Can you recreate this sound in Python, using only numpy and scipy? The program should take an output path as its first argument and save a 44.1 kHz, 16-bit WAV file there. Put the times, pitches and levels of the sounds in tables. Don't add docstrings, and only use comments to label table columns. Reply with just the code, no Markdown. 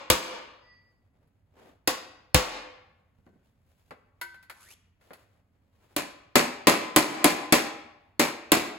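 import sys
import numpy as np
from scipy import signal
from scipy.fft import rfft, irfft, next_fast_len
from scipy.io import wavfile
from scipy.ndimage import uniform_filter1d, minimum_filter1d, map_coordinates

SR = 44100
rng = np.random.default_rng(int(sys.argv[2]) if len(sys.argv) > 2 else 0)


def to_wav(s):
    ch = np.atleast_2d(s).T
    pcm = np.round(np.clip(ch, -1, 1) * 32767)
    wavfile.write(sys.argv[1], SR, pcm.astype(np.int16))


N = 387198

# start in seconds, level in dB, then trims
# in dB for the cart thump, the shank ping, the crack and the bite.
CHISEL_BLOWS = [(-.27, -4, -11, -0.5, -5, 0.5), (0.1013, -2.5, -7.5, 2, 4, 2.5),
                (1.875, -16.5, -26, 10, 3.5, 5.5), (2.3453, -3.5, 1.5, 0.5, 0, 2)]
# start in seconds, level in dB, then trims in dB for the low knock,
# the steel ring, the crack and the ping.
PANEL_BLOWS = [(5.9635, -20, -7.5, -7.5, 0.5, 5), (6.3555, -9.5, -1.5, -4.5, -9, 1.5),
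               (6.6707, -6.5, -3, -3, -6.5, 5), (6.962, -1, 1.5, -2, 5, 1.5),
               (7.2432, -8, 2.5, -2, 1.5, 5.5), (7.5242, -8.5, -1.5, -2.5, -3, -5),
               (8.1953, -12, -2, -9.5, -6.5, -14), (8.5188, -9.5, 1, -6.5, 2, -8)]
# start in seconds, level in dB before the handling gain,
# brightness in dB per octave, chisel ring in dB against the tap.
TOUCHES = [(1.228, -82, 4, -20), (1.273, -79, 6.5, -18), (3.187, -61.5, -14, -30), (3.266, -55, -7, -22),
           (3.292, -58.5, -14, -35), (3.33, -62, -12, -25), (3.358, -60, -13.5, -30), (3.908, -40, -2, -29),
           (4.2134, -35.5, 6, -4), (4.343, -55.5, 3, -20), (4.427, -57, 5, -9), (4.498, -41.5, 4, -14.5),
           (5.0106, -65, 1.5, -29), (5.1069, -43.5, -4.5, -30), (5.133, -48.5, 4, -28)]
# fastest moment in seconds, level in dB before the
# handling gain, swell in seconds, fade in seconds, brightness in dB per octave.
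ARM_MOVES = [(1.2, -79, .15, .17, -2.5), (1.605, -56.5, 0.046, 0.12, -0.5), (3.2, -80, 0.045, .15, 2),
             (3.47, -78, 0.036, 0.071, 3), (3.801, -75, .17, 0.17, 3.5), (5.03, -67, .02, 0.24, 2),
             (5.86, -69.5, 0.14, .1, 1.5)]

# pitch in Hz, relative level in dB, T60 in seconds.
CHISEL_MODES = [(295, -11, .1), (320, -13, .12), (512, -11, .26), (550, -15, .13), (590, -15, .1),
                (820, -16, .14), (1090, -15, .11), (1211, -19, .15), (1960, -18, .08), (2455, -15, .08),
                (2800, -14, .04), (3500, -13, .04), (3725, -13, .06), (4300, -13, .035), (4700, -14, .035),
                (4930, -13, .04), (7537, -24, .2)]
# pitch in Hz, relative level in dB, T60 in seconds.
PLATE_MODES = [(169.6, -15.5, 0.12), (244.8, -6, 0.14), (302.3, -7, 0.11), (314, -2, 0.091),
               (337.4, 0, 0.051), (417, -11, 0.13)]
# pitch in Hz, relative level in dB, T60 in seconds.
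PANEL_MODES = [(501, -18, .15), (584, -3, .15), (655, -13, .1), (728, -7, .14), (808, -26, .9),
               (878, -18, .15), (1022, -11, .25), (1128, -12, .18), (1270, -18, .16), (1520, -17, .12),
               (1683, -17, .17), (1873, -20, .15), (2016, -16, .13), (2400, -18, .17), (2642, -19, .16),
               (3310, -24, .13), (3560, -23, .13), (3860, -23, .13), (4310, -19, .06), (4474, -24, .1)]
# pitch in Hz, relative level in dB, T60 in seconds.
LOOSE_CHISEL_MODES = [(350, -14, 0.35), (967, 0.5, 0.12), (1453, 4, .14), (1537, 1, 0.324),
                      (1760, -11, .15), (1977, 6.5, 0.088), (2169, -9.5, 0.37), (3031, -16, 0.21),
                      (4370, -7, 0.12), (4420, -10.5, .1), (6890, -16, 0.18)]
# pitch in Hz, relative level in dB.
SLIDE_TONES = [(1954, -0.5), (4619, -12.5), (4965, -8), (6406, -30)]

# frequency in Hz, relative density in dB per Hz.
CRACK_COLOUR = [(60, -27.5), (300, 1.5), (1000, -4.5), (2400, -2.5), (4300, -5), (5800, -11), (8000, -2),
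                (11000, -1), (14000, -4.5), (16000, -8)]
# frequency in Hz, relative density in dB per Hz.
SLAP_COLOUR = [(40, -23.5), (150, -12.5), (400, -0.5), (1000, 0.5), (1600, -3.5), (2400, -3), (4400, -4.5),
               (5800, -9), (8000, -11.5), (16000, -23)]
# frequency in Hz, relative density in dB per Hz.
CHISEL_CLANG_COLOUR = [(40, -20.5), (130, -11), (200, -5), (300, -2), (550, -2), (1100, 2.5), (1600, -2.5),
                       (2500, -3), (4300, -6), (5800, -7), (8000, -11), (12000, -17.5), (16000, -15)]
# frequency in Hz, relative density in dB per Hz.
PANEL_CLANG_COLOUR = [(40, -75), (130, -5), (270, 4), (600, -0.5), (1100, -1), (1500, -4.5), (2400, -0.5),
                      (3200, -9.5), (4400, -6.5), (5800, -11), (8000, -11), (12000, -14), (16000, -21.5)]
# frequency in Hz, relative density in dB per Hz.
SHUDDER_COLOUR = [(10, -40), (25, -9.5), (50, -2), (110, -2), (170, -1.5), (240, -12.5), (500, -43.5),
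                  (2000, -100)]
# frequency in Hz, relative density in dB per Hz.
TOUCH_COLOUR = [(40, -40), (200, -2.5), (500, 3.5), (1000, 3), (2000, 0.5), (3200, -13), (4500, -12.5),
                (6000, -24.5), (11000, -21), (16000, -30)]
# frequency in Hz, relative density in dB per Hz.
SCRAPE_COLOUR = [(120, -26), (200, -42), (340, -9), (1080, -13.5), (5840, -9.5), (7410, -10), (9060, -8),
                 (10900, -6.5), (16000, -25)]
# frequency in Hz, relative density in dB per Hz.
CLOTH_COLOUR = [(100, -11.5), (250, 1), (600, 2), (1200, -7), (3000, -14), (6000, -23.5), (12000, -26),
                (16000, -28)]
# frequency in Hz, relative density in dB per Hz.
FLOOR_COLOUR = [(15, -43), (25, -11), (97, 2.5), (120, -4.5), (285, -12), (344, -31), (476, -23.5),
                (516, -28.5), (607, -31.5), (2110, -33.5), (2550, -38.5), (2990, -54), (16000, -44.5)]

# frequency in Hz, T60 in seconds.
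CLANG_T60 = [(200, 0.33), (1000, 0.35), (4000, 0.31), (14000, 0.25)]
# frequency in Hz, T60 in seconds.
ROOM_T60 = [(60, 0.26), (250, 0.72), (1000, 0.85), (2500, 0.78), (5000, 0.61), (8000, 0.44), (14000, 0.34)]
# frequency in Hz, level in dB.
ROOM_LEVEL = [(60, -24), (150, -9), (320, -10), (700, -8), (2500, -7.5), (5000, -7.5), (9000, -9),
              (15000, -15.5)]
# delay in seconds, level in dB.
ECHOES = [(.0042, -13.5), (0.012, -12.5), (0.02, -13), (.031, -16.5)]
# frequency in Hz, left-right correlation.
LIKENESS = [(60, .92), (130, 0.86), (300, 0.82), (700, 0.29), (2000, .3), (4500, 0.17), (8000, .93),
            (15000, .94)]
# frequency in Hz, lead of left over right in radians.
PHASE_LEAD = [(100, 0), (2000, -.2), (4400, -.3), (5340, -3.7), (6630, -5.8), (9100, -9.4), (11200, -12.4),
              (13700, -15.7), (16500, -19)]
# frequency in Hz, left minus right in dB.
BALANCE = [(100, -1.5), (600, 0.93), (1200, 2), (2400, 2), (4500, 1.3), (9000, -0.24)]

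HANDLING_GAIN_DB = 2
STILL_CLOTH_DB = -81
FOLDS_DB, FOLDS_PER_S = 2.25, 25
CRINKLE_DB, CRINKLES_PER_S = 1.5, 220
SLIDE_START_S, SLIDE_PUSH_S, SLIDE_T60_S = 0.59, 0.125, 0.57
SLIDE_DB = -58.5
DRAG_START_S, DRAG_END_S, DRAG_RELEASE_S = 4.52, 4.738, 0.0053
DRAG_DB, DRAG_GROWTH = -57.5, 0.75
DRAG_LOW_HZ, DRAG_HIGH_HZ, DRAG_BEND = 905, 3270, 2.6
SWAY_HZ, SWAY_DB, SWAY_T60_S = 42.82, -36.5, 0.72
TOP_HZ = 15900


def amp(db):
    return 10 ** (np.asarray(db) / 20)


def unit(x):
    return x / np.sqrt(np.mean(x ** 2) + 1e-20)


def along(points, hz):
    f, v = np.transpose(points)
    return np.interp(np.log(hz + 1), np.log(f + 1), v)


def wobble(rate, size=N):
    knots = rng.standard_normal(int(size * rate / SR) + 4)
    return map_coordinates(knots, [np.arange(size) * rate / SR])


def filtered(x, response):
    n = x.shape[-1]
    m = next_fast_len(n + SR // 10)
    spectrum = rfft(x, m) * response(np.fft.rfftfreq(m, 1 / SR))
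    return irfft(spectrum, m)[..., :n]


def tilted(colour, db_per_octave):
    return [(hz, level + db_per_octave * np.log2(hz / 1000)) for hz, level in colour]


def noise(colour, size=SR, width=1):
    def mid_side(hz):
        turn = width * np.arccos(np.clip(along(LIKENESS, hz), -1, 1)) / 2
        return amp(along(colour, hz)) * [np.cos(turn), np.sin(turn)]

    mid, side = filtered(rng.standard_normal((2, size)), mid_side)
    return np.array([mid + side, mid - side])


def decay(t60):
    return np.exp(-np.log(1000) * np.arange(SR) / SR / t60)


def rise(attack):
    return 1 - np.exp(-np.arange(SR) / SR / attack)


def fading(x, t60s):
    hz, t, z = signal.stft(x, SR, nperseg=256)
    damping = np.exp(-np.log(1000) * t / along(t60s, hz)[:, None])
    return signal.istft(z * damping, SR, nperseg=256)[1][:, :SR]


def favour(modes, centre_hz, db):
    def boost(hz):
        return db * np.exp(-(np.log2(hz / centre_hz) / 0.12) ** 2)

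    return [(hz, level + boost(hz), t60) for hz, level, t60 in modes]


def ring(modes, scatter_db, attack, loose=1, chatter=0):
    t = np.arange(SR) / SR
    out = np.zeros((2, SR))
    for (hz, db, t60), (size, phase, skew) in zip(modes, rng.standard_normal((len(modes), 3))):
        apart = skew * np.arccos(np.clip(along(LIKENESS, hz), -1, 1)) * np.array([[0.35], [-0.35]])
        drift = chatter * np.cumsum(rng.standard_normal(SR)) / np.sqrt(SR)
        tone = np.sin(2 * np.pi * hz * t + np.pi * loose * phase + apart + drift)
        out += amp(db + scatter_db * size) * decay(t60) * tone
    return out * rise(attack)


def stroke(start, end, release):
    t = np.arange(N) / SR
    done = np.clip((t - start) / (end - start), 0, 1)
    return done, np.exp(-np.maximum(t - end, 0) / release)


def add(track, s, sound):
    start = round(s * SR)
    part = sound[:, max(-start, 0):N - start]
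    first = max(start, 0)
    track[:, first:first + part.shape[1]] += part


def echoed(x):
    copies = (amp(db) * np.pad(x, ((0, 0), (round(s * SR), 0)))[:, :SR] for s, db in ECHOES)
    return x + sum(copies)


def in_room(x, delay=0.0099):
    tail = fading(noise(ROOM_LEVEL), ROOM_T60) * np.sqrt(2 * np.log(1000) / SR)
    late = np.pad(x.mean(0), (round(delay * SR), 0))
    return x + signal.fftconvolve(late[None], tail, axes=1)[:, :x.shape[1]]


def thump(start_hz, end_hz, settle, t60):
    hz = start_hz + (end_hz - start_hz) * rise(settle)
    boom = amp(-1.5) * np.sin(2 * np.pi * np.cumsum(hz) / SR) * decay(t60)
    frame = amp(-7) * unit(noise(SHUDDER_COLOUR)) * decay(0.1)
    sway = amp(SWAY_DB) * np.sin(2 * np.pi * SWAY_HZ * np.arange(SR) / SR) * decay(SWAY_T60_S)
    return (boom + frame + sway) * rise(0.0035)


def chisel_blows():
    out = np.zeros((2, N))
    for s, db, thump_db, ping_db, crack_db, bite_db in CHISEL_BLOWS:
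        crack = amp(crack_db) * unit(noise(CRACK_COLOUR, width=0.98)) * decay(0.016)
        bite_noise = unit(noise(tilted(SLAP_COLOUR, db_per_octave=1.46), width=0.9))
        bite = amp(bite_db + 8) * bite_noise * decay(0.024) * rise(0.005)
        clang = amp(-7.5 + 0.071 * db) * fading(unit(noise(CHISEL_CLANG_COLOUR)), CLANG_T60)
        steel = ring(favour(CHISEL_MODES, 4800, ping_db), scatter_db=1.5, attack=0.002, chatter=4.2)
        cart = amp(thump_db) * thump(start_hz=125, end_hz=42, settle=0.021, t60=0.13)
        add(out, s, amp(db) * (in_room(echoed(crack + bite) + clang + steel) + cart))
    return out


def background():
    return amp(-68.5) * unit(noise(FLOOR_COLOUR, size=N))


def sleeves():
    out = amp(STILL_CLOTH_DB) * unit(noise(CLOTH_COLOUR, size=N))
    t = np.arange(SR) / SR - 0.5
    for s, db, swell, fade, bright_db in ARM_MOVES:
        speed = np.exp(-(t / np.where(t < 0, swell, fade)) ** 2)
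        add(out, s - 0.5, amp(db) * speed * unit(noise(tilted(CLOTH_COLOUR, bright_db))))
    roughness_db = FOLDS_DB * wobble(FOLDS_PER_S) + CRINKLE_DB * wobble(CRINKLES_PER_S)
    return out * unit(amp(roughness_db))


def slide():
    t = np.arange(N) / SR
    tones = np.zeros(N)
    for hz, db in SLIDE_TONES:
        strength = amp(db + 2.5 * wobble(25))
        tones += strength * np.sin(2 * np.pi * hz * t + 0.6 * wobble(40))
    done, ringing = stroke(SLIDE_START_S, SLIDE_START_S + SLIDE_PUSH_S, SLIDE_T60_S / np.log(1000))
    return amp(SLIDE_DB) * done * ringing * tones


def touches():
    out = np.zeros((2, N))
    for s, db, bright_db, ring_db in TOUCHES:
        tap = unit(noise(tilted(TOUCH_COLOUR, bright_db))) * decay(0.11)
        chisel = amp(ring_db) * ring(LOOSE_CHISEL_MODES, scatter_db=0.5, attack=0.0026, chatter=3.0)
        add(out, s, amp(db) * (tap + chisel))
    return out


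def drag():
    done, contact = stroke(DRAG_START_S, DRAG_END_S, DRAG_RELEASE_S)
    hz = DRAG_LOW_HZ + (DRAG_HIGH_HZ - DRAG_LOW_HZ) * done ** DRAG_BEND
    phase = 2 * np.pi * np.cumsum(hz) / SR
    grit = unit(noise(SCRAPE_COLOUR, size=N) * amp(2.4 * wobble(300)))
    slow_noise = filtered(rng.standard_normal((2, N)), lambda f: np.exp(-(f / 260) ** 2))
    low, high = unit(slow_noise)
    resonance = amp(-0.5) * low * np.sin(phase)
    octave = amp(-9.5) * high * np.sin(2 * phase)
    return amp(DRAG_DB) * done ** DRAG_GROWTH * contact * (grit + resonance + octave)


def panel_blows():
    out = np.zeros((2, N))
    for s, db, knock_db, ring_db, crack_db, ping_db in PANEL_BLOWS:
        crack = amp(crack_db) * unit(noise(CRACK_COLOUR, width=1.0)) * decay(0.03)
        slap = amp(-2.0) * unit(noise(SLAP_COLOUR, width=0.43)) * decay(0.037) * rise(0.0048)
        rattle = amp(2 * wobble(600, size=SR))
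        clang = amp(-3.5 + 0.15 * db) * fading(unit(noise(PANEL_CLANG_COLOUR, width=1.0)), CLANG_T60) * rattle
        sheet_modes = favour(PANEL_MODES, 1020, ping_db)
        sheet = amp(ring_db) * ring(sheet_modes, scatter_db=1, attack=0.002, chatter=3.5)
        plate = ring(PLATE_MODES, scatter_db=1.5, attack=0.0038, loose=0, chatter=3.5) * rise(0.0038)
        knock = amp(knock_db + 1.5) * plate
        add(out, s, amp(db) * in_room(echoed(crack + slap) + clang + sheet + knock))
    return out


def scene():
    handling = in_room(sleeves() + slide() + touches() + drag())
    return chisel_blows() + background() + amp(HANDLING_GAIN_DB) * handling + panel_blows()


def limiter(x, ceiling_db, hold, release):
    power = np.abs(uniform_filter1d(np.mean(x ** 2, 0), size=256))
    level_db = 10 * np.log10(power + 1e-12)
    span = 2 * int(hold * SR / 2) + 1
    headroom_db = np.minimum(ceiling_db - level_db, 0)
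    held_db = -minimum_filter1d(headroom_db, span, origin=span // 2, mode="constant")
    ramp = release * np.arange(N) / SR
    cut_db = np.maximum.accumulate(held_db + ramp) - ramp
    return x * amp(-uniform_filter1d(cut_db, size=64))


def record(dry):
    halves = np.array([[0.5], [-0.5]])

    def channels(hz):
        lead = np.interp(hz, *np.transpose(PHASE_LEAD))
        return amp(halves * along(BALANCE, hz)) * np.exp(1j * halves * lead)

    x = filtered(dry, channels)
    x = limiter(x, ceiling_db=-10.5, hold=0.11, release=64)
    x = x / (1 + (x / 0.92) ** 6) ** (1 / 6)
    return filtered(x, lambda hz: 1 / np.sqrt(1 + (hz / TOP_HZ) ** 160))


dry = scene()
out = record(dry)
to_wav(out)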